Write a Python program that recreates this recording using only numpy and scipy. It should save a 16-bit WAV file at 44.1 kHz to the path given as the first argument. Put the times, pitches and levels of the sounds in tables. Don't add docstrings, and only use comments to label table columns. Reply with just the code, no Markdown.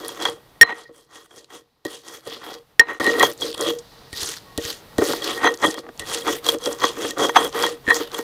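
import sys
import numpy as np
from scipy import signal
from scipy.fft import rfft, irfft, next_fast_len
from scipy.io import wavfile
from scipy.ndimage import uniform_filter1d

SR = 44100
rng = np.random.default_rng(int(sys.argv[2]) if len(sys.argv) > 2 else 0)


def invert_db(level):
    return 10 ** (np.asarray(level, dtype=float) / 20)


def transcribe(signal):
    frames = np.atleast_2d(signal).T
    limited = np.clip(frames, -1, 1)
    pcm = np.round(limited * 32767).astype(np.int16)
    wavfile.write(sys.argv[1], SR, pcm)


N = 362924
CONTROL_STEP = 32

# frequency in Hz, width in Hz, level in dB.
SLAB_MODES = [(243.6, 82, -12), (317, 40.6, -1), (424.5, 56, -3), (469, 13.3, 6), (567.5, 55, -6)]
GRIND_MODES = [(720, 72, -3.5), (931, 130, -2), (1077, 193, 1.5), (1285, 735, -6.5)]
LOW_RING_MODES = [(1858, 44, 3.5), (1911, 80, -1), (4070, 60, -18)]
HIGH_RING_MODES = [(3228, 69, 3), (3342, 80, 3.5)]
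SQUEAK_MODES = [(6120, 120, -2.5), (6300, 160, -2.5)]
# frequency in Hz, level in dB per Hz.
PASTE_SPECTRUM = [(350, -42.5), (600, -16.5), (1360, -18.5), (1890, -10.5), (2120, -16.5), (3480, -2.5),
                  (5660, -3), (15100, -12), (16400, -29)]
# time in seconds, level in dB.
HUM_LEVEL = [(0, -54.5), (.6, -55), (.66, -69.5), (1.8, -70.5), (2.701, -61), (2.99, -67), (3.02, -50.5),
             (3.9, -50.5), (4.5, -49.5), (4.95, -48.5), (5.8, -60), (5.86, -60), (6.0, -50), (8.23, -52)]
GAP_S = (2.99, 2.9985)


def unit(x):
    return x / np.sqrt(np.mean(x ** 2))


def ring(x, hz, width):
    radius = np.exp(-np.pi * width / SR)
    angle = 2 * np.pi * hz / SR
    return signal.lfilter([0.5, 0, -0.5], [1, -2 * radius * np.cos(angle), radius * radius], x)


def band(x, hz, width):
    return ring(ring(x, hz, width), hz, width) * np.pi * width / SR * 2


def body(x, modes):
    out = 0
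    for k, (hz, width, db) in enumerate(modes):
        if db > -100:
            out = out + (-1) ** k * invert_db(db) * width / modes[0][1] * ring(x, hz, width)
    return out


def colour(x, points):
    hz, db = np.transpose(points)
    size = next_fast_len(N)
    bin_hz = np.arange(size // 2 + 1) * SR / size
    gain = invert_db(np.interp(np.log(bin_hz + 1), np.log(hz), db))
    return irfft(rfft(x, size) * gain / np.sqrt(np.mean(gain ** 2)), size)[:N]


def walk(rate):
    hold = int(SR / rate)
    steps = np.repeat(rng.standard_normal(N // hold + 1), hold)
    return unit(uniform_filter1d(steps, hold)[:N])


def curve(points):
    return np.interp(np.arange(N) / SR, *np.transpose(points))


def every_sample(x):
    return np.interp(np.arange(N), np.arange(0, N, CONTROL_STEP), x)


def bell(centre, rise_s, fall_s, edge_db, power):
    away = np.arange(0, N, CONTROL_STEP)[:, None] / SR - centre
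    return invert_db(-edge_db * np.where(away < 0, -away / rise_s, away / fall_s) ** power)


def clicks(times, db):
    out = np.zeros(N)
    np.add.at(out, (np.asarray(times) * SR).astype(int), invert_db(db))
    return out


def burst(x, t60):
    t = np.arange(int(t60 * SR)) / SR
    return signal.fftconvolve(x, rng.standard_normal(len(t)) * invert_db(-60 * t / t60))[:N]


def grit(per_s, spread_db, smooth, patchy_db):
    when, size = rng.random(N), rng.exponential(size=N)
    sign, noise = rng.standard_normal(N), rng.standard_normal(N)
    snaps = unit((when < per_s / SR) * invert_db(np.minimum(spread_db * size, 11)) * sign)
    return unit((snaps + smooth * noise) * invert_db(patchy_db * (walk(45) + walk(140))))


def rub(db, modes, force, shift_db=1.5):
    push = force * invert_db(db)
    silent_first = modes[0][:2] + (-200,)
    out = 0
    for k, mode in enumerate(modes):
        favoured = push * invert_db(shift_db * np.tanh(walk(9)))
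        out = out + (-1) ** k * body(favoured, [silent_first, mode])
    return out / np.linalg.norm(body(signal.unit_impulse(SR // 4), modes))


def add_db(a, b):
    return 10 * np.log10(invert_db(2 * a) + invert_db(2 * b))


def strokes():
    # time in seconds, high ring in dB, low ring in dB.
    grip = [(0, 2, -1), (1.2, 6.5, 1), (2.6, 5.5, -2.5), (3.1, -1, 0), (5.1, -1.5, 1.5), (5.5, 2.5, 1.5),
            (6.7, 0.5, -5.5), (8.2, 3, 0)]
    # frequency in Hz, width in Hz, level in dB.
    song_modes = [(470.4, 20, 0.5), (485, 45, -4)]
    hiss, slab, grind, low = effort()
    high_flare, squeak_flare, song = flares()
    s, loose_high, loose_low = np.transpose(grip)
    free_high, free_low = curve([s, loose_high][:0] or np.transpose([s, loose_high])), curve(np.transpose([s, loose_low]))
    coarse = grit(per_s=900, spread_db=3.5, smooth=0.6, patchy_db=1.3)
    fine = grit(per_s=3500, spread_db=6.5, smooth=0.83, patchy_db=4.5)
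    cushion = signal.butter(2, 4600, fs=SR)
    force = unit(signal.lfilter(*cushion, coarse + 0.45 * fine))

    sizes = [fine + 0.99 * grit(per_s=300, spread_db=3.0, smooth=1.0, patchy_db=2.5) for _ in range(3)]
    patches = np.zeros(N)
    for k, hz in enumerate(1250 * 1.48 ** np.arange(7)):
        patches += band(sizes[k % 3] * invert_db(3 * walk(14)), hz, 0.6 * hz)
    out = colour(unit(patches), PASTE_SPECTRUM) * invert_db(hiss + 3.5)

    out += rub(slab - 0.6, SLAB_MODES, coarse)
    out += rub(grind - 2.2, GRIND_MODES, force)
    out += rub(low - 1.2 + free_low, LOW_RING_MODES, force)
    high = add_db(0.56 * hiss + 0.6 * grind + free_high - 3, high_flare - 2.5)
    out += rub(high, HIGH_RING_MODES, force)
    squeak = add_db(0.35 * hiss + 0.85 * grind - 11, squeak_flare - 0.6)
    out += rub(squeak, SQUEAK_MODES, fine)
    out -= rub(song - 6, song_modes, coarse)
    rumble = unit(ring(coarse, 75, 86) + 0.53 * ring(fine, 140, 50))
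    return out + rumble * invert_db(-32.5 + 0.73 * slab)


def effort():
    # centre in
    # seconds, length in seconds, paste hiss in dB, slab rumble and grind in dB re hiss.
    stroke_rows = [(0.052, 0.31, -41.5, 5, -4), (0.25, 0.19, -37, 6, 1), (0.786, 0.15, -51, 3.5, 2),
                   (0.983, 0.16, -55.5, 0, -10), (1.169, 0.18, -50.5, 2.5, -1.5), (1.368, 0.2, -54, 3, -6.5),
                   (1.552, 0.14, -50, 5, -1.5), (1.935, 0.16, -43.5, 1.5, -8.5), (2.107, 0.19, -45, 2, -5),
                   (2.314, 0.19, -44, 3.5, -4.5), (2.479, 0.21, -42.5, 4.3, -1.5), (2.904, 0.1, -50.5, 8.5, 4),
                   (2.965, 0.091, -59.5, 8, -6),
                   (3.079, 0.34, -37, 12, 1.5), (3.231, 0.18, -30, 9, -3), (3.452, 0.16, -33.5, 5.5, -15),
                (3.649, 0.2, -33, 8, -5), (4.246, 0.26, -30, -9.5, -20), (4.664, 0.23, -34.5, -5.5, -21),
                (5.086, 0.24, -30, 5, -10), (5.282, 0.22, -32, 5, -4.5), (5.457, 0.21, -38, 9.5, 4.5),
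                (5.665, 0.18, -35.5, 2, -4), (5.783, 0.065, -45, 12, -3.5), (5.86, 0.16, -66.5, 23, 9.5),
                   (6.134, 0.19, -32, 0.28, -6.5), (6.299, 0.17, -32.5, 6.9, -8),
               (6.488, 0.13, -29.5, 0.2, -6.5), (6.681, 0.18, -35.5, 2.5, -3.5),
               (6.858, 0.18, -32.5, 2.8, -3), (7.041, 0.2, -33.5, 7.7, -4.5), (7.234, 0.15, -30, 10.5, 0),
               (7.407, 0.17, -32.5, 8, 3.5), (7.615, 0.23, -33, 7.1, 1.5), (7.954, 0.24, -36.5, 5, -2.5),
               (8.172, 0.15, -39, 6.7, 0.6)]
    # time in seconds, then hiss, slab, grind and low ring in dB.
    landings = [(.002, -67, -26, -39, -47), (0.624, -66, -29, -26, -20), (1.308, -50.5, -48.5, -50.5, -64),
                (1.852, -46.5, -23, -40.5, -33.5), (2.268, -51, -22, -46, -45), (2.808, -80, -31, -27, -28),
                (3.006, -42, -16, -30, -19.5), (3.028, -60, -19, -30, -24), (4.129, -41, -40, -61, -36),
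                (4.58, -37, -22, -54, -42), (4.984, -31, -14, -30, -48), (5.995, -32.5, -28.5, -43, -26.5),
                (7.876, -51, -14, -40, -23)]
    # centre and length in seconds, slab, grind and low ring in dB.
    bites = [(5.7, 0.043, -48, -53, -38), (3.14, 0.11, -33, -40, -28), (0.259, 0.043, -35, -28, -29.5),
             (0.695, 0.16, -35, -35, -32.5), (2.9, 0.19, -35.5, -40, -35), (.86, .1, -75, -75, -57),
             (3.068, 0.085, -18.5, -33, -14), (3.213, 0.06, -21, -23, -14.5),
             (5.018, 0.053, -9, -26.5, -36), (5.45, 0.062, -13, -14, -18.5),
             (5.642, 0.055, -11.5, -17.5, -19), (5.68, 0.07, -13.5, -31.5, -37.5),
             (5.884, 0.076, -32, -51, -54), (6.28, 0.072, -22, -22.5, -28), (6.839, 0.11, -30, -26, -32),
             (7.366, 0.046, -19, -9.5, -34), (5.474, .045, -20, -16, -18), (3.233, .025, -17, -20, -24),
             (7.25, .05, -24, -30, -40), (6.68, 0.06, -16, -48, -58), (7.052, 0.02, -27, -25.5, -48),
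             (6.531, 0.11, -22, -42.5, -58), (0.9, .04, -40, -58, -62), (7.6, 0.036, -25, -32, -30),
             (7.907, 0.053, -31, -21, -13), (8.007, 0.036, -21, -35, -53)]
    # hiss, slab, grind and low ring in dB re hum.
    resting = (-23, -5.5, -11, -19)

    s, span, hiss, slab, grind = np.transpose(stroke_rows)
    half, lead_s, edge_db = span / 2, 0.015, 21
    slide = bell(s, half / 1.146, half * 1.146, edge_db, 2.19)
    press = bell(s - lead_s, span / 2.48, span / 1.66, edge_db, 2.15)
    boom = bell(s - lead_s / 2, half / 1.233, half * 1.233, 17.5, 2.16)
    t = np.arange(0, N, CONTROL_STEP) / SR
    same_side = (t[:, None] < GAP_S[1]) == (s < GAP_S[1])
    slide, press, boom = slide * same_side, press * same_side, boom * same_side
    stroke_power = [
        slide ** 2 @ invert_db(2 * hiss),
        boom ** 2 @ invert_db(2 * (hiss + slab)),
        press ** 2 @ invert_db(2 * (hiss + grind)),
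        press ** 2 @ invert_db(2 * (hiss + grind - 6.5)),
    ]
    s, *land_db = np.transpose(landings)
    down = bell(s, 0.008, 0.094, 47, 0.85)
    s, span, *bite_db = np.transpose(bites)
    bite_db = [bite_db[1] - 24] + bite_db
    bit = bell(s, span / 2, span / 1.84, 32.0, 1.52)
    rest = np.interp(t, *np.transpose(HUM_LEVEL))
    levels = []
    for power, land, bite, murmur in zip(stroke_power, land_db, bite_db, resting):
        total = power + down ** 2 @ invert_db(2 * land) + bit ** 2 @ invert_db(2 * bite) + invert_db(2 * (rest + murmur))
        levels.append(every_sample(10 * np.log10(total)))
    return levels


def flares():
    # centre in seconds, length in seconds, high ring in dB, squeak in dB, slab song in dB.
    crossings = [(0.284, 0.037, -37, -60, -45), (0.358, 0.091, -62, -70, -41),
                 (3.075, 0.067, -43, -35, -35), (3.122, .04, -45, -50, -25), (3.25, 0.034, -26, -45, -27),
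                 (3.423, 0.036, -29, -50, -42), (3.646, 0.18, -34.5, -55, -30),
                 (3.724, 0.11, -50, -61, -24), (5.466, 0.051, -26.5, -26.5, -35),
                 (5.505, .05, -47, -50, -22), (5.644, 0.035, -19, -31, -24),
                 (5.669, 0.025, -26.5, -45, -14.5), (5.708, 0.042, -38, -48, -22),
                 (5.755, .05, -41, -55, -32), (6.348, .05, -45, -55, -26), (6.495, 0.056, -27, -40, -31),
                 (6.558, 0.052, -56, -60, -28), (6.65, 0.1, -35, -38, -27), (6.686, 0.034, -42, -45, -19),
                 (6.848, 0.099, -28, -33, -25), (7.04, 0.077, -36, -39, -29), (7.24, .1, -26.5, -42, -22),
                 (7.295, 0.028, -31, -33, -28), (7.375, .05, -27, -28, -20), (7.441, .06, -33, -45, -22),
                 (7.592, 0.097, -39, -48, -25.5), (7.643, .04, -28, -30, -25),
                 (7.685, 0.057, -51, -50, -23.5), (7.913, 0.051, -34, -42, -27)]
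    s, span, *levels = np.transpose(crossings)
    power = bell(s, span / 2.4, span / 1.7, 18, 1.6) ** 2
    return [every_sample(10 * np.log10(power @ invert_db(2 * db) + 1e-12)) for db in levels]


def cracks():
    # time in seconds, peak in dB, then grind, low ring and high ring in dB re peak.
    seeds = [(0.09, -21, 6.5, -17, -1), (0.2228, -17, -14, -15, 1), (0.2529, -12.5, 13, 5, 7.5),
             (1.5034, -39.5, 13.5, 8, -2), (3.1972, -4.5, -20, -3, -10), (3.2284, -9, -5, -5, 2),
             (3.4187, -20.5, 9, -8, 6.5), (3.5786, -19, -5, -5, -5.5), (5.221, -21.5, -17, 1, 5.5),
             (5.457, -17, 9, 0, 2), (5.7424, -18, 1.5, -1, -16), (5.9978, -18, -16, -3, -9),
             (6.2203, -26, -8, -3, 4.5), (6.4654, -8, -12, -30, -11), (6.4878, -2.5, 2, -30, 3),
             (6.838, -12.5, -6, -4, 5), (7.1083, -10.5, -25, -5, -18), (7.2937, -19, 21, 8, 0),
             (7.3696, -20, 18, 4, 7), (6.829, -29, 8, -10, -4), (7.6374, -17.5, 22, -16, 11),
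             (7.665, -10.5, 5, 6, -20), (8.1446, -17, 6, -16, -0.5), (5.6664, -21, -10, -11, 14.5)]
    # time in seconds, peak in dB, then slab, grind and low ring in dB re peak.
    bumps = [(1.8515, -18, -2, -5, -15), (2.274, -24, -9.5, -18, -21.5), (2.9989, -24, 25, 7, 11),
             (3.044, -12, 3, -5, 2), (3.2284, -7, 5.5, 13, -6.5), (4.1297, -22, -12, -35, -2.5),
             (4.577, -8.5, -20, -19, -22.5), (4.9829, -10.5, -3, 3, 1.5), (5.1341, -18, 16, 16, 0),
             (5.3772, -23, -4, -18, 12), (5.4436, -16, 14.5, 15, 12), (5.626, -23, 0, -3, 18.5),
             (5.6462, -16, 17, -2, 3), (6.275, -15, 4, 15, -14), (7.1833, -16.5, 14, -11, -16),
             (8.1895, -19, 19.5, 8.5, -12)]
    # time in seconds, peak in dB, frequency in Hz, t60 in ms.
    wet_snaps = [(0.0814, -15, 10300, 10), (.297, -24, 8000, 14), (.835, -41, 6000, 9),
                 (1.1122, -54, 6080, 9.3), (1.444, -31.5, 3850, 11), (2.298, -25, 5100, 10),
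                 (2.934, -36, 11500, 8), (3.116, -19, 3600, 12), (3.133, -18, 2600, 12),
                 (3.315, -23, 5200, 10), (3.324, -23, 5000, 8), (3.3765, -29, 6000, 8.7),
                 (3.4094, -17, 5800, 12), (3.453, -23, 5200, 22), (3.515, -20, 3960, 8),
                 (3.528, -18, 3400, 8), (3.6099, -9, 7000, 8.5), (3.785, -27.5, 5550, 42),
                 (4.188, -22, 3300, 10), (4.2344, -17, 3910, 10), (4.676, -28, 5640, 10),
                 (5.1228, -9, 4030, 11), (5.43, -23, 4300, 10), (5.5396, -19, 5000, 22),
                 (5.574, -24, 5300, 7.7), (5.588, -28, 5240, 8), (5.6872, -17, 4500, 10),
                 (5.7102, -17, 5110, 14), (5.788, -21.5, 4600, 19), (5.9756, -32, 5270, 10),
                 (6.445, -18.5, 4970, 10), (6.5847, -25, 5500, 10), (6.6391, -16, 4930, 9.1),
                 (6.658, -7.5, 4540, 9.4), (6.7275, -15.5, 5330, 13), (6.8042, -22, 3900, 10),
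                 (6.9884, -26, 6070, 10), (7.4273, -17, 3600, 10), (7.5265, -22, 3600, 12),
                 (7.6247, -4.5, 4450, 8), (7.6909, -20, 5820, 10), (7.944, -7.5, 5230, 10),
                 (8.1167, -23, 3600, 10)]
    # time in seconds, peak in dB, frequency in Hz, t60 in ms.
    paste_drops = [
        (5.781, -22.5, 950, 16),
        (5.865, -28, 670, 18),
        (5.889, -23, 689, 18),
    ]

    seed_slab_db, bump_high_db = -12.5, -23
    rows = [(s, db, seed_slab_db, g, l, h) for s, db, g, l, h in seeds]
    rows += [tuple(bump) + (bump_high_db,) for bump in bumps]
    s, peak, slab, grind, low, high = np.transpose(rows)
    out = colour(burst(clicks(s, peak - 9), 0.0099), PASTE_SPECTRUM)
    give = np.hanning(9) / 4
    bodies = (
        (slab, SLAB_MODES, -14),
        (grind, GRIND_MODES, -17),
        (low, LOW_RING_MODES, -8),
        (high, HIGH_RING_MODES, -8),
        (grind, SQUEAK_MODES, -24),
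    )
    for db, modes, trim_db in bodies:
        level = peak + db + trim_db
        kick = clicks(s, level - 1.5) - clicks(s + 0.0016, level - 8) + clicks(s + 0.0043, level - 11)
        if modes[0][0] < 2000:
            kick = np.convolve(kick, give)[:N]
        out += body(kick, modes)

    t = np.arange(SR // 25) / SR
    for s, db, hz, t60_ms in wet_snaps + paste_drops:
        noise = rng.standard_normal(len(t))
        shape = np.tanh(t / t60_ms * 14000) * invert_db(-60000 * t / t60_ms)
        start = int(s * SR)
        out[start:start + len(t)] += invert_db(db - 3.5) * band(noise * shape, hz, 300 + 0.76 * hz)
    return out


def knocks():
    # time in seconds, ring in dB, ring frequency in Hz, ring t60 in seconds, crack in dB.
    hits = [
        (0.6127, 23, 1850, 0.038, 5),
        (0.6304, 2.5, 1760, .011, -23),
        (2.7957, 12, 1850, 0.037, -3),
        (7.867, -26, 1843, 0.083, -44),
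        (7.878, -15.5, 1790, 0.077, -37.5),
        (7.8867, -10, 1784, 0.09, -42),
        (7.907, -6.5, 1748, 0.038, -40),
    ]
    # frequency in Hz, width in Hz, level in dB.
    after_modes = [(1870, 19, -23.5), (4080, 14, -44), (1880, 6, -49), (660, 120, -21), (3230, 95, -17),
                   (446, 60, -19), (890, 83, -25), (6940, 410, -19.5)]
    s, ring_db, ring_hz, t60, crack_db = np.transpose(hits)
    out = colour(burst(clicks(s, crack_db), 0.015), PASTE_SPECTRUM)
    struck = clicks(s, ring_db)
    for hz, width, db in after_modes:
        out += invert_db(db) * ring(struck, hz, width)
    main = np.zeros(N)
    for start, db, hz, decay in zip(s, ring_db, ring_hz, t60):
        main += ring(clicks([start], db), hz, np.log(1000) / np.pi / decay)
    contact = np.hanning(12) / 6.0
    return out - 1.5 * np.convolve(main, contact)[:N]


def thuds():
    # time in seconds, stand in dB, stand frequency in Hz, slab in dB re stand.
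    low_thumps = [(.613, -12.5, 108.9, 1.5), (1.852, -35.5, 122, -5), (3.002, -31, 82, 10.5),
                  (3.23, -32, 92.5, -1), (4.13, -30, 75.5, 3), (4.225, -30, 78, -10),
                  (4.649, -28, 80, -8), (4.58, -22.5, 80.5, 10.5), (4.987, -19.5, 92.5, 19),
                  (6.001, -33.5, 81.7, 7), (7.879, -28, 86.5, 19)]
    out, push = np.zeros(N), np.zeros(SR // 5)
    push[:SR // 500] = -np.hanning(SR // 500) * 1000 / SR
    for s, db, hz, slab_db in low_thumps:
        swing = ring(push, hz, 38) + invert_db(slab_db) * ring(push, 285, 99)
        start = int(s * SR)
        out[start:start + len(swing)] += invert_db(db) * swing
    return out


def hum():
    # frequency in Hz, level in dB per Hz.
    air_spectrum = [(15, -43), (25, -2.5), (124, -5.5), (280, -7), (348, -21), (377, -10.5), (925, -9.5),
                    (1120, -15.5), (2090, -19), (3590, -18), (6890, -28.5), (15100, -24.5), (16400, -54)]
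    # time in seconds, level in dB.
    far_hiss_level = [(0, -68), (.6, -72), (.66, -79.5), (2.6, -71.5), (2.99, -77), (3.02, -58), (4.1, -55),
                      (4.95, -60), (5.8, -65), (6, -63), (8.23, -63)]
    # time in seconds, level in dB.
    whine_level = [(4.36, -110), (4.47, -54), (4.68, -54), (4.8, -110)]
    air = colour(rng.standard_normal(N), air_spectrum)
    air += invert_db(-6.0) * unit(ring(rng.standard_normal(N), 132, 21))
    far = unit(band(rng.standard_normal(N), 4000, 2200))
    far *= invert_db(curve(far_hiss_level) + 1.2 * walk(8))
    phase = 2 * np.pi * np.cumsum(1 + 0.0022 * walk(14)) / SR
    whine = 1.6 * np.sin(1100 * phase) + 0.8 * np.sin(1872 * phase)
    whine *= invert_db(curve(whine_level))
    return air * invert_db(curve(HUM_LEVEL) + 0.88 * walk(3.1)) + whine + far


def scene():
    mid = strokes() + cracks() + knocks() + thuds() + hum()
    start, end = (int(s * SR) for s in GAP_S)
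    mid[start:end] *= invert_db(-62)
    low_side = 0.8 * ring(mid, 130, 110) / 30
    bright_side = 1.2 * np.diff(mid, prepend=0)
    side = invert_db(-33) * (1.15 * mid + low_side + bright_side) * walk(60)
    return np.array([mid + side, mid - side])


def roll_off(x):
    return signal.sosfilt(signal.butter(12, 16580, fs=SR, output="sos"), x)


def record(dry):
    top_cut = signal.ellip(6, 0.3, 40, 15900, fs=SR, output="sos")
    mix = np.clip(signal.sosfilt(top_cut, dry), -1.0, 1.0)
    return roll_off(mix)


dry = scene()
out = record(dry)
transcribe(out)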